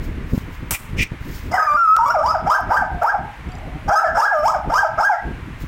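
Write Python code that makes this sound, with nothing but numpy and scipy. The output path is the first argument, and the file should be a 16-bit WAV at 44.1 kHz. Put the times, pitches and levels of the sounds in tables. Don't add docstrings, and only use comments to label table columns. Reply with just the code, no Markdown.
import sys
import numpy as np
from scipy import signal
from scipy.fft import rfft, irfft, next_fast_len
from scipy.io import wavfile
from scipy.ndimage import uniform_filter1d, minimum_filter1d, map_coordinates

SR = 44100
rng = np.random.default_rng(int(sys.argv[2]) if len(sys.argv) > 2 else 0)


def boost(x):
    u = np.asarray(x, float) / 20
    return 10 ** u


def put_to_file(sound):
    columns = np.atleast_2d(sound).T
    safe = np.clip(columns, -1, 1)
    whole_steps = np.round(safe * 32767)
    wavfile.write(sys.argv[1], SR, whole_steps.astype(np.int16))


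N = 250120
TOP_HZ = 15850


def unit(x):
    return x / np.sqrt(np.mean(x ** 2) + 1e-20)


def along(points, hz):
    f, v = np.transpose(points)
    return np.interp(np.log(hz + 1), np.log(f + 1), v)


def curves(rows, t):
    s, *cols = np.transpose(rows)
    return [np.interp(t, s, c) for c in cols]


def wobble(rate, size, order=3):
    knots = rng.standard_normal(int(size * rate / SR) + 4)
    return map_coordinates(knots, [np.arange(size) * rate / SR], order=order)


def noise(gain):
    m = next_fast_len(N)
    spectrum = rfft(rng.standard_normal(m)) * gain(np.fft.rfftfreq(m, 1 / SR))
    return unit(irfft(spectrum, m)[:N])


def coloured(points):
    return noise(lambda f: boost(along(points, f)))


def peaks(modes, f):
    return sum(boost(db) * (f * w) ** 2 / ((c * c - f * f) ** 2 + (f * w) ** 2) for c, w, db in modes)


def patchy(x):
    z = signal.stft(x, nperseg=512)[2]
    field = uniform_filter1d(rng.standard_normal(z.shape), size=5, axis=0)
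    field = uniform_filter1d(field, size=4, axis=1)
    clots_db = 6.5 * unit(field)
    return unit(signal.istft(z * boost(clots_db), nperseg=512)[1][:N])


def bursts(tables, column):
    t = np.arange(N) / SR
    out = 0
    for rows in tables:
        edge = np.clip(np.minimum(t - rows[0][0], rows[-1][0] - t) / 0.0016, 0, 1)
        out = out + edge * boost(curves(rows, t)[column])
    return out


def strand(rows, scatter):
    hz = curves(rows, np.arange(N) / SR)[0] * (1 + scatter * wobble(120, N))
    tone = np.sin(2 * np.pi * np.cumsum(hz) / SR)
    return np.sqrt(2) * bursts([rows], 1) * boost(3.4 * wobble(60, N)) * tone


# frequency in Hz, level in dB per Hz.
HUM_COLOUR = [(180, -24), (300, -2), (392, -29), (470, -2.5), (555, -10.5), (624, -6), (737, -8),
              (946, 0.5), (1340, -2), (1720, -2), (2140, -1.5), (4910, -22), (16000, -34)]


def hum(over_db):
    return boost(-44.5 - 0.8 * over_db + 2.5) * coloured(HUM_COLOUR)


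# time in seconds, strength in dB.
STEADY_AIR = [(0, -25), (.3, -25), (.42, -29.5), (.9, -30.5), (1.2, -35), (1.5, -26.5), (2.1, -23.5),
              (2.8, -25.5), (3.3, -38), (3.5, -27.5), (4.2, -30.5), (4.8, -25.5), (5.3, -27.5),
              (5.5, -27.5), (5.58, -32), (5.67, -30.5)]
# middle in seconds, half length in seconds, strength in dB.
GUSTS = [(0.338, 0.013, -14.5), (0.651, 0.029, -32.5), (0.729, 0.016, -15.5), (1.021, 0.046, -14.5),
         (1.137, 0.014, -29), (1.296, 0.052, -31.5), (1.746, 0.025, -14.5), (1.993, 0.1, -13),
         (2.28, 0.15, -17), (2.432, 0.019, -13.5), (2.633, 0.036, -14.5), (2.812, 0.046, -9.5),
         (2.942, 0.035, -18.5), (3.189, 0.066, -18.5), (3.66, 0.022, -35), (3.886, 0.03, -26.5),
         (4.124, 0.05, -18.5), (4.094, 0.05, -20.5), (4.388, 0.027, -19), (4.48, 0.042, -13),
         (4.569, 0.028, -16), (4.794, 0.03, -21), (4.669, 0.032, -21.5), (4.928, 0.032, -27),
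         (5.266, 0.028, -20), (5.639, 0.0085, -21)]
# frequency in Hz, level in dB per Hz.
RUMBLE_COLOUR = [(8.8, -38), (15, -1), (32, 1.5), (70, 1.5), (140, -6), (200, -23.5), (260, -53.5),
                 (440, -120)]
# frequency in Hz, level in dB per Hz.
FLUTTER_COLOUR = [(80, -38.5), (150, 1.5), (250, -1), (400, -9), (700, -21), (1200, -45.5), (2000, -120)]
# time in seconds, peak in dB, pitch in Hz.
THUMPS = [
    (0.112, -23, 94.2),
    (0.334, -9, 100),
    (0.347, -17.5, 141),
    (0.377, -12.5, 156),
    (0.932, -20.5, 99),
    (1.007, -14, 96),
    (1.118, -17.5, 114),
    (1.213, -24.5, 62.5),
    (3.884, -26.5, 231),
    (5.618, -24, 65.4),
]


def wind(over_db):
    t = np.arange(N) / SR
    gusts = sum(boost(db) * np.exp(-((t - s) / half) ** 2) for s, half, db in GUSTS)
    strength_db = 20 * np.log10(boost(curves(STEADY_AIR, t)[0]) + gusts)
    rumble_db = strength_db - 2.5 * over_db
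    flutter_db = -36.5 + 1.396 * (strength_db + 28.0) - 3.37 * over_db
    lumps = wobble(25, N)
    out = boost(rumble_db - 3.5) * unit(boost(2.0 * lumps) * coloured(RUMBLE_COLOUR))
    flutter_lumps = boost(3 * lumps + 2.5 * wobble(60, N))
    out += boost(flutter_db - 1.5) * unit(flutter_lumps * coloured(FLUTTER_COLOUR))
    t = np.arange(-SR // 50, SR // 50) / SR
    for s, db, hz in THUMPS:
        u = np.pi * hz * t
        push = (1 - 2 * u * u + 1.2 * u) * np.exp(-u * u)
        push = push + .5 * np.exp(-(4 * u) ** 2) + .12 * np.exp(-(11 * u) ** 2)
        out[round((s + .002) * SR) - SR // 50:][:len(t)] += boost(db + 1.5) * push
    return out


# time in seconds, pitch in Hz, level in dB.
WHINE = [(3.44, 790, -52), (3.49, 750, -41), (3.52, 720, -46), (3.54, 720, -37), (3.6, 680, -46),
         (3.64, 740, -36), (3.66, 700, -48), (3.675, 660, -38), (3.745, 740, -41), (3.8, 640, -48),
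         (3.86, 630, -39), (3.885, 620, -36)]


def whine():
    return boost(-7 + 3 * wobble(30, N)) * strand(WHINE, scatter=.1)


# time in seconds, peak in dB.
JINGLE = [
    (3.49, -49),
    (3.519, -43),
    (3.552, -38),
    (3.5857, -45),
    (3.6344, -51),
]
# frequency in Hz, level in dB, time to fall 60 dB in seconds.
TAG_RING = [(3700, -7, .03), (4960, 6, 0.041), (5970, 6.5, 0.023), (7640, 14, 0.012)]
# time in seconds, peak in dB.
TICK = [
    (1.9641, -10.5),
]
# time in seconds, peak in dB, lowest frequency in Hz.
SMACKS = [
    (0.335, -33.5, 500),
    (0.379, -34.5, 500),
    (0.709, -25.5, 1500),
    (2.607, -37.5, 9250),
    (3.034, -31.5, 4000),
]


def metal_and_clicks():
    out, t = np.zeros(N), np.arange(SR // 8) / SR
    for s, db in JINGLE:
        ring = 0
        for hz, level, t60 in TAG_RING:
            fade = boost(level + rng.normal(-3, 4) - 60 * t / t60)
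            ring = ring + fade * np.sin(2 * np.pi * hz * rng.normal(1, .04) * t)
        out[round(s * SR):][:len(t)] += boost(db - 10) * ring * (1 - np.exp(-t / 0.00054))
    for s, db in TICK:
        out[round((s + .0015) * SR):][:3] += boost(db + 6.0) * np.array([.6, 1, .4])
    for s, db, low_hz in SMACKS:
        high_pass = signal.butter(2, low_hz, 'high', fs=SR)
        crack = signal.lfilter(*high_pass, rng.standard_normal(len(t)))
        out[round(s * SR):][:len(t)] += boost(db - 60 * t / 0.014) * crack
    return out


# start, peak and end in seconds, level in dB.
RUSTLE = [
    (0.0, 0.041, 0.17, -45),
    (0.263, 0.36, 0.53, -42),
    (0.5, 0.533, 0.72, -49),
    (1.203, 1.355, 1.59, -39),
    (5.585, 5.622, 5.7, -42.5),
]
# frequency in Hz, level in dB per Hz.
FUR_COLOUR = [(1760, -16.5), (3000, -6), (5330, -3.5), (5880, -7), (6620, -5), (9460, -14.5), (16000, -3)]


def fur():
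    rise_db, fade_db = 16.5, 26.5
    brushes = [[(a, db - rise_db), (b, db), (c, db - fade_db)] for a, b, c, db in RUSTLE]
    return bursts(brushes, 0) * boost(1.1 * wobble(84, N)) * coloured(FUR_COLOUR)


# time in seconds, hiss in dB, nose ring in dB.
SNORTS = [
    [(.7075, -9, -55), (.715, -16.5, -76), (.74, -23.5, -31), (.752, -24, -25), (.764, -33, -34.5),
     (.78, -41, -48), (.83, -46, -67), (.96, -64.5, -65)],
    [(.965, -53, -49), (.985, -42, -26.5), (1.005, -32, -15), (1.035, -29, -21.5), (1.047, -51, -33.5),
     (1.08, -63, -50)],
]
# frequency in Hz, level in dB per Hz.
SNORT_COLOUR = [(180, -13), (300, -5), (978, 0.5), (1430, 0), (1780, -6.5), (2520, 0), (3950, -10),
                (8500, 1), (9880, -4), (11100, -2.5), (16000, -2)]
# frequency in Hz, level in dB per Hz.
SNIFF_COLOUR = [(300, -20), (1700, -4), (2500, 0.5), (4000, -9), (5800, -4.5), (8500, -4.5), (10500, -16),
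                (16000, -8.5)]
# frequency in Hz, width in Hz, level in dB.
NOSE = [(2030, 280, -3), (2393, 280, 1), (2800, 930, -8.5), (5570, 1030, -15)]


def snorts():
    hiss = 0
    for rows, colour in zip(SNORTS, [SNORT_COLOUR, SNIFF_COLOUR]):
        hiss = hiss + bursts([rows], 0) * coloured(colour)
    hiss = hiss * boost(1.3 * wobble(80, N))
    ring = bursts(SNORTS, 1) * boost(0.53 * wobble(96.2, N)) * noise(lambda f: peaks(NOSE, f))
    return hiss + ring


# frequency in Hz, time to fall 60 dB in seconds.
ROOM_RING = [(300, .4), (600, .42), (820, .46), (1050, .5), (1300, .37), (1600, .6), (2200, .35),
             (5000, .35), (12000, .2)]
# delay in seconds, level in dB.
SLAPS = [
    (.003, -4),
    (.011, -6),
    (.032, -4),
    (.074, -12),
]


def kennel(x):
    hz, t, z = signal.stft(rng.standard_normal(int(SR * .7)), SR, nperseg=256)
    decay = boost(-60 * t / along(ROOM_RING, hz)[:, None])
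    tail = signal.istft(z * decay, SR, nperseg=256)[1]
    tail = tail / np.linalg.norm(tail)
    for s, db in SLAPS:
        tail[round(s * SR)] += boost(db)
    return signal.fftconvolve(np.pad(x, (350, 0)), tail)[:N]


def arch(start, top, end, top_hz, db, tied_in, tied_out):
    rest_hz, land_hz, top_hold_s, tied_share = 600, 590, .007, 0.3
    t = np.linspace(start, end, num=40)
    up = t < top
    climb = np.clip((t - start) / max(top - top_hold_s - start, 1e-9), 0, 1) ** 1.25
    fall_s = .017 + .1 * (end - top)
    fall = np.exp(-(np.clip(t - top - top_hold_s, 0, None) / fall_s) ** 1.5)
    low_hz = np.where(up | tied_out, rest_hz, land_hz)
    hz = low_hz + (top_hz - low_hz) * np.where(up, climb, fall)
    attack = 8 * (tied_share if tied_in else 1) * (top > start + .01) * np.clip(1 - (t - start) / .03, 0, 1)
    release = 19.5 * (tied_share if tied_out else 1) * np.clip(1 - (end - t) / 0.033, 0, 1)
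    release = release + 18 * ~up * np.exp(-((hz - 1170) / 230) ** 2)
    db = db + 3.5 * np.exp(-((hz - 780) / 170) ** 2)
    high = 1 / (1 + np.exp((1040 - hz) / 60))
    half_db = EVEN_DB + high * (np.where(up, -14, -45) - EVEN_DB)
    return list(zip(t, hz, db - attack - release, half_db))


# time in seconds, pitch in Hz, level in dB, half-pitch line in dB.
CRIES = [
    [(1.514, 600, -26, -10), (1.54, 745, -15, -30), (1.555, 760, -14, -36), (1.568, 860, -19, -37)],
    [(1.574, 1250, -23, -12), (1.6, 1260, -20, -14), (1.635, 1275, -16, -22), (1.668, 1230, -26, -20),
     (1.678, 1190, -15, -28), (1.72, 1180, -11, -22), (1.765, 1210, -17, -16)],
    [(1.768, 1300, -15, -20), (1.773, 1450, -14, -31), (1.795, 1385, -13, -36), (1.83, 1360, -13, -40),
     (1.86, 1300, -12, -40), (1.869, 1280, -22, -40), (1.88, 1265, -10, -46), (1.93, 1290, -8, -46),
     (1.955, 1340, -10, -36), (1.968, 1400, -13, -44)],
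    [(1.972, 1380, -17, -43), (1.983, 1100, -28, -43), (1.99, 930, -15, -43), (2.0, 900, -14, -43),
     (2.04, 940, -13, -36), (2.051, 1000, -25, -30), (2.06, 1080, -14, -20), (2.09, 1190, -16, -12),
     (2.111, 1480, -15, -15)],
    [(2.181, 600, -19, -28), (2.205, 600, -17, -28), (2.225, 660, -18, -24), (2.24, 820, -16, -24),
     (2.258, 970, -15, -24), (2.275, 1090, -18, -15), (2.295, 1270, -17, -13), (2.314, 1370, -17, -14)],
]
# time in seconds, pitch in Hz, level in dB, half-pitch line in dB.
LATE_CRIES = [
    [(3.882, 800, -18, -20), (3.897, 820, -16, -20), (3.905, 610, -16, -36), (3.915, 660, -12, -36),
     (3.93, 800, -12, -35), (3.946, 850, -15, -30), (3.951, 1000, -34, -20), (3.957, 1250, -18, -12),
     (3.975, 1280, -15, -14), (3.999, 1340, -13, -24)],
    [(4.145, 640, -25, -30), (4.17, 720, -16, -30), (4.19, 900, -14, -25), (4.205, 900, -20, -20),
     (4.215, 1050, -34, -20), (4.222, 1170, -15, -17), (4.25, 1420, -16, -15), (4.257, 1650, -14, -18),
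     (4.269, 1660, -15, -30)],
    [(4.975, 600, -24, -36), (4.99, 680, -13, -36), (5.012, 880, -13, -30), (5.025, 1000, -25, -20),
     (5.035, 1300, -15, -17), (5.052, 1620, -16, -17), (5.07, 1660, -14, -24), (5.086, 1540, -17, -40)],
    [(5.09, 1100, -30, -40), (5.1, 860, -12, -40), (5.12, 750, -18, -36), (5.14, 700, -19, -36),
     (5.168, 640, -27, -36)],
]
# start, top and end in seconds, top pitch in Hz, level in dB.
ARCHES = [
    (2.112, 2.112, 2.18, 1480, -17),
    (2.315, 2.315, 2.385, 1370, -18),
    (2.455, 2.555, 2.62, 1560, -16),
    (2.688, 2.785, 2.855, 1590, -16),
    (3.015, 3.105, 3.17, 1600, -17),
    (4.0, 4.0, 4.085, 1340, -16),
    (4.27, 4.27, 4.43, 1660, -19),
    (4.431, 4.51, 4.585, 1320, -16),
    (4.696, 4.795, 4.885, 1570, -17),
]
EVEN_DB = -26


def calls():
    def near(s, times):
        return any(abs(s - other) < .005 for other in times)

    starts = [a[0] for a in ARCHES] + [rows[0][0] for rows in CRIES]
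    ends = [a[2] for a in ARCHES]
    pieces = CRIES + LATE_CRIES + [arch(*a, near(a[0], ends), near(a[2], starts)) for a in ARCHES]
    out = []
    for rows in sorted(pieces, key=lambda rows: rows[0][0]):
        if out and near(rows[0][0], [out[-1][-1][0]]):
            out[-1] = out[-1] + rows
        else:
            out.append(list(rows))
    return out


def mouth_open(t):
    since = t - CRIES[0][0][0]
    outcry = 2 * (since > 0) * np.exp(-np.abs(since) / 0.15)
    tops = [*np.transpose(ARCHES)[1], 5.068]
    return outcry + sum(np.exp(-((t - top + 0.034) / 0.042) ** 2) for top in tops)


# time in seconds, irregular share from 0 to 1.
HOARSE = [(1.52, .35), (1.54, .2), (1.565, .2), (1.575, .4), (1.6, .14), (1.67, .16), (1.68, .05),
          (1.745, .06), (1.765, .4), (1.78, .03), (1.955, .02), (1.97, .5), (2.0, .08), (2.1, .28),
          (3.3, .27), (3.88, .5), (3.9, .45), (3.908, .1), (3.945, .15), (3.952, .3), (3.96, .08),
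          (4.0, .1), (4.02, .25), (4.14, .55), (4.21, .4), (4.222, .08), (4.44, .08), (4.48, .3), (4.9, .3),
          (4.98, .12)]
# time in seconds, level in dB.
QUARTER = [(1.58, -27.5), (1.64, -12.5), (1.7, -24), (1.77, -17.5), (1.785, -51)]
# frequency in Hz, gain in dB.
THROAT = [(300, -28), (520, -5), (620, 1), (800, 0), (930, 3), (1050, -6), (1170, 0), (1300, 2), (1470, -5),
          (1600, 1), (1780, -17), (2200, -21), (2700, -39), (3800, -55)]
# frequency in Hz, width in Hz, level in dB.
MOUTH = [(3110, 430, -7.5), (3890, 55, -15.5), (5080, 530, -0.5), (5480, 440, -3), (6320, 130, -6.5),
         (6940, 430, -8), (7890, 240, -12.5), (9120, 1060, -16.5), (11320, 440, -23.5), (12720, 170, -8),
         (14700, 840, -18.5)]
# time in seconds, mouth level in dB.
BRIGHT = [(1.5, -5), (1.9, -1.5), (2.1, -4), (2.3, -4.5), (2.55, -0.5), (2.8, -6), (3.2, -10), (3.9, 2.5),
          (4.3, 2), (4.5, -0.5), (4.8, 1), (5.2, 1.5)]
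# aimed pitch in Hz, sung pitch in Hz.
STEPS = [(300, 300), (950, 950), (1040, 990), (1075, 1135), (1170, 1175), (1390, 1385), (1465, 1425),
         (1495, 1535), (1600, 1600), (2000, 2000)]
OPEN_DB = 9.5


def yelp(rows):
    t = np.arange(rows[0][0] - .004, rows[-1][0] + 0.0052, 1 / SR)
    hz, db, half_db = curves(rows, t)
    hoarse, = curves(HOARSE, t)
    upper_db = -30.5 - 0.14 * (db + 13.0) + 19 * hoarse
    upper_db = upper_db + OPEN_DB * (mouth_open(t) - .5) + curves(BRIGHT, t)[0]
    upper_db = upper_db + .25 * np.clip(half_db - EVEN_DB, 0, None)
    dropping = -np.gradient(np.log2(uniform_filter1d(hz, size=300))) * SR
    upper_db = upper_db - 8 * np.clip(dropping / 12, 0, 1)
    blur = .018 * np.clip(5 * hoarse, .3, 1) * wobble(200, len(t))
    quarter_db, = curves(QUARTER, t)
    shake = hoarse * (.06 * wobble(80, len(t)) + .09 * wobble(300, len(t)))
    hz = uniform_filter1d(np.interp(hz, *np.transpose(STEPS)), size=150) * (1 + shake)
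    turns = np.cumsum(hz) / SR
    grid = np.arange(0, SR / 2, 10)
    throat, mouth = boost(along(THROAT, grid)), peaks(MOUTH, grid)
    voice = 0
    quarters = [.75, 1.25, 1.75, 2.25] if rows[0][0] < QUARTER[-1][0] else []
    for k in [*np.arange(1, min(44, TOP_HZ * 2 / hz.min())) / 2, *quarters]:
        line_hz = k * hz
        if k % 1 == 0:
            between_db = 0
        elif k % .5 == 0:
            between_db = half_db
        else:
            between_db = quarter_db + 5 * np.sign(k - 1)
        gap = (k > 1.3) * (line_hz / 1740) * 6 * np.exp(-((line_hz - 1740) / 170) ** 2)
        low = np.interp(line_hz, grid, throat) * boost(-3.5 * np.log2(max(k, 1))) / (1 + gap)
        high = np.interp(line_hz, grid, mouth, right=0) * boost(upper_db - 2 - 0.16 * between_db) * (k > 1)
        flicker = boost(min(1.5 * k, 4) * wobble(50, len(t), order=1)) if k != 1 else 1
        phase = k * (turns + (k > 2.6) * blur) + rng.random()
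        voice = voice + flicker * boost(between_db) * (low + high) * np.sin(2 * np.pi * phase)
    shimmer = boost(17 * np.minimum(hoarse, .4) * wobble(120, len(t)))
    edge = np.clip(np.minimum((t - t[0]) / .018, (t[-1] - t) / .02), 0, 1)
    effort_db = db + 0.041 * (db + 48.5) + 3 * np.log2(uniform_filter1d(hz, size=2000) / 800)
    return round(t[0] * SR), np.sqrt(2) * boost(effort_db) * edge * shimmer * voice


# time in seconds, pitch in Hz, level in dB.
SIDE_TONES = [
    [(1.526, 2250, -34), (1.538, 2000, -23), (1.548, 1950, -28), (1.557, 1880, -22), (1.57, 1750, -29),
     (1.585, 1700, -19), (1.61, 1680, -24), (1.625, 1650, -36), (1.66, 1720, -29)],
    [(3.89, 1300, -26), (3.935, 1650, -24), (3.955, 1620, -16), (3.99, 1650, -26)],
    [(2.89, 860, -34), (2.93, 760, -31), (3.01, 720, -35)],
    [(3.135, 870, -22), (3.16, 780, -24), (3.2, 780, -34), (3.3, 860, -36)],
    [(4.15, 1400, -26), (4.19, 1550, -23), (4.22, 1700, -26)],
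    [(4.27, 1650, -20), (4.33, 1640, -23), (4.355, 1600, -34)],
    [(4.62, 760, -38), (4.66, 860, -31), (4.7, 860, -33)],
    [(5.12, 2050, -44), (5.15, 1950, -39), (5.21, 1950, -41)],
    [(4.01, 1620, -27), (4.07, 1640, -24), (4.115, 1650, -29)],
]


def yelps():
    out = sum(strand(rows, scatter=.05) for rows in SIDE_TONES)
    t = np.arange(N) / SR
    steady, = curves(HOARSE, t)
    hoarse = steady
    for rows in calls():
        start, call = yelp(rows)
        out[start:][:len(call)] += call
        hoarse = hoarse + 1.1 * np.exp(-((t - rows[0][0] - .02) / 0.026) ** 2)
    effort = np.sqrt(np.abs(uniform_filter1d(out ** 2, size=400)))
    wide = mouth_open(t)
    low = hoarse * boost(-9.0 + 1.76 * wobble(70, N)) * coloured(THROAT)
    high = steady * boost(-28) * boost(5 * wobble(40, N)) * patchy(noise(lambda f: peaks(MOUTH, f)))
    high = high * boost(OPEN_DB * wide + curves(BRIGHT, t)[0])
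    airy = patchy(noise(lambda f: 1 / (1 + (8000 / (f + 1)) ** 4)))
    hiss = wide * boost(-35 + 2.7 * wobble(60, N)) * airy
    return out + effort * (low + high + hiss)


# frequency in Hz, half width in Hz, gain in dB.
HOLLOWS = [(3920, 175, -5), (10200, 390, -13), (12300, 230, -4)]


def hollowed(x):
    f = np.fft.rfftfreq(N, 1 / SR)
    dip_db = sum(db * np.exp(-((f - hz) / w) ** 2) for hz, w, db in HOLLOWS)
    return irfft(rfft(x) * boost(dip_db), N)


def levelled(x, knee_db, squeeze, hold_s):
    power = np.abs(uniform_filter1d(x ** 2, round(hold_s * SR)))
    return x * (1 + power / boost(2 * knee_db)) ** (-squeeze / 2)


def ducking(loud):
    knee_db, hold_s, lag_s = -22.5, 0.078, 0.044
    late = np.pad(loud ** 2, (round(lag_s * SR), 0))[:N]
    power = np.abs(uniform_filter1d(late, round(hold_s * SR)))
    return 10 * np.log10(1 + power / boost(2 * knee_db))


def scene():
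    dog = hollowed(yelps())
    near = snorts() + fur() + metal_and_clicks()
    far = whine()
    barks = levelled(dog + boost(-10.0) * kennel(dog), knee_db=-16.0, squeeze=0.61, hold_s=0.0091)
    over_db = ducking(barks + near)
    echoes = kennel(boost(-1) * far + boost(-26) * near)
    return (barks + far + near + echoes + wind(over_db) + hum(over_db))[None]


def low_pass(x):
    return signal.sosfilt(signal.butter(12, 16840, fs=SR, output="sos"), x)


def record(dry):
    need = np.minimum(1, 0.5 / (np.abs(dry) + 1e-9))
    gain = uniform_filter1d(minimum_filter1d(need, size=900), size=450)
    band = np.fft.rfftfreq(N, 1 / SR) < TOP_HZ
    mix = irfft(rfft(dry * gain) * band, N)
    return low_pass(mix)


dry = scene()
out = record(dry)
put_to_file(out)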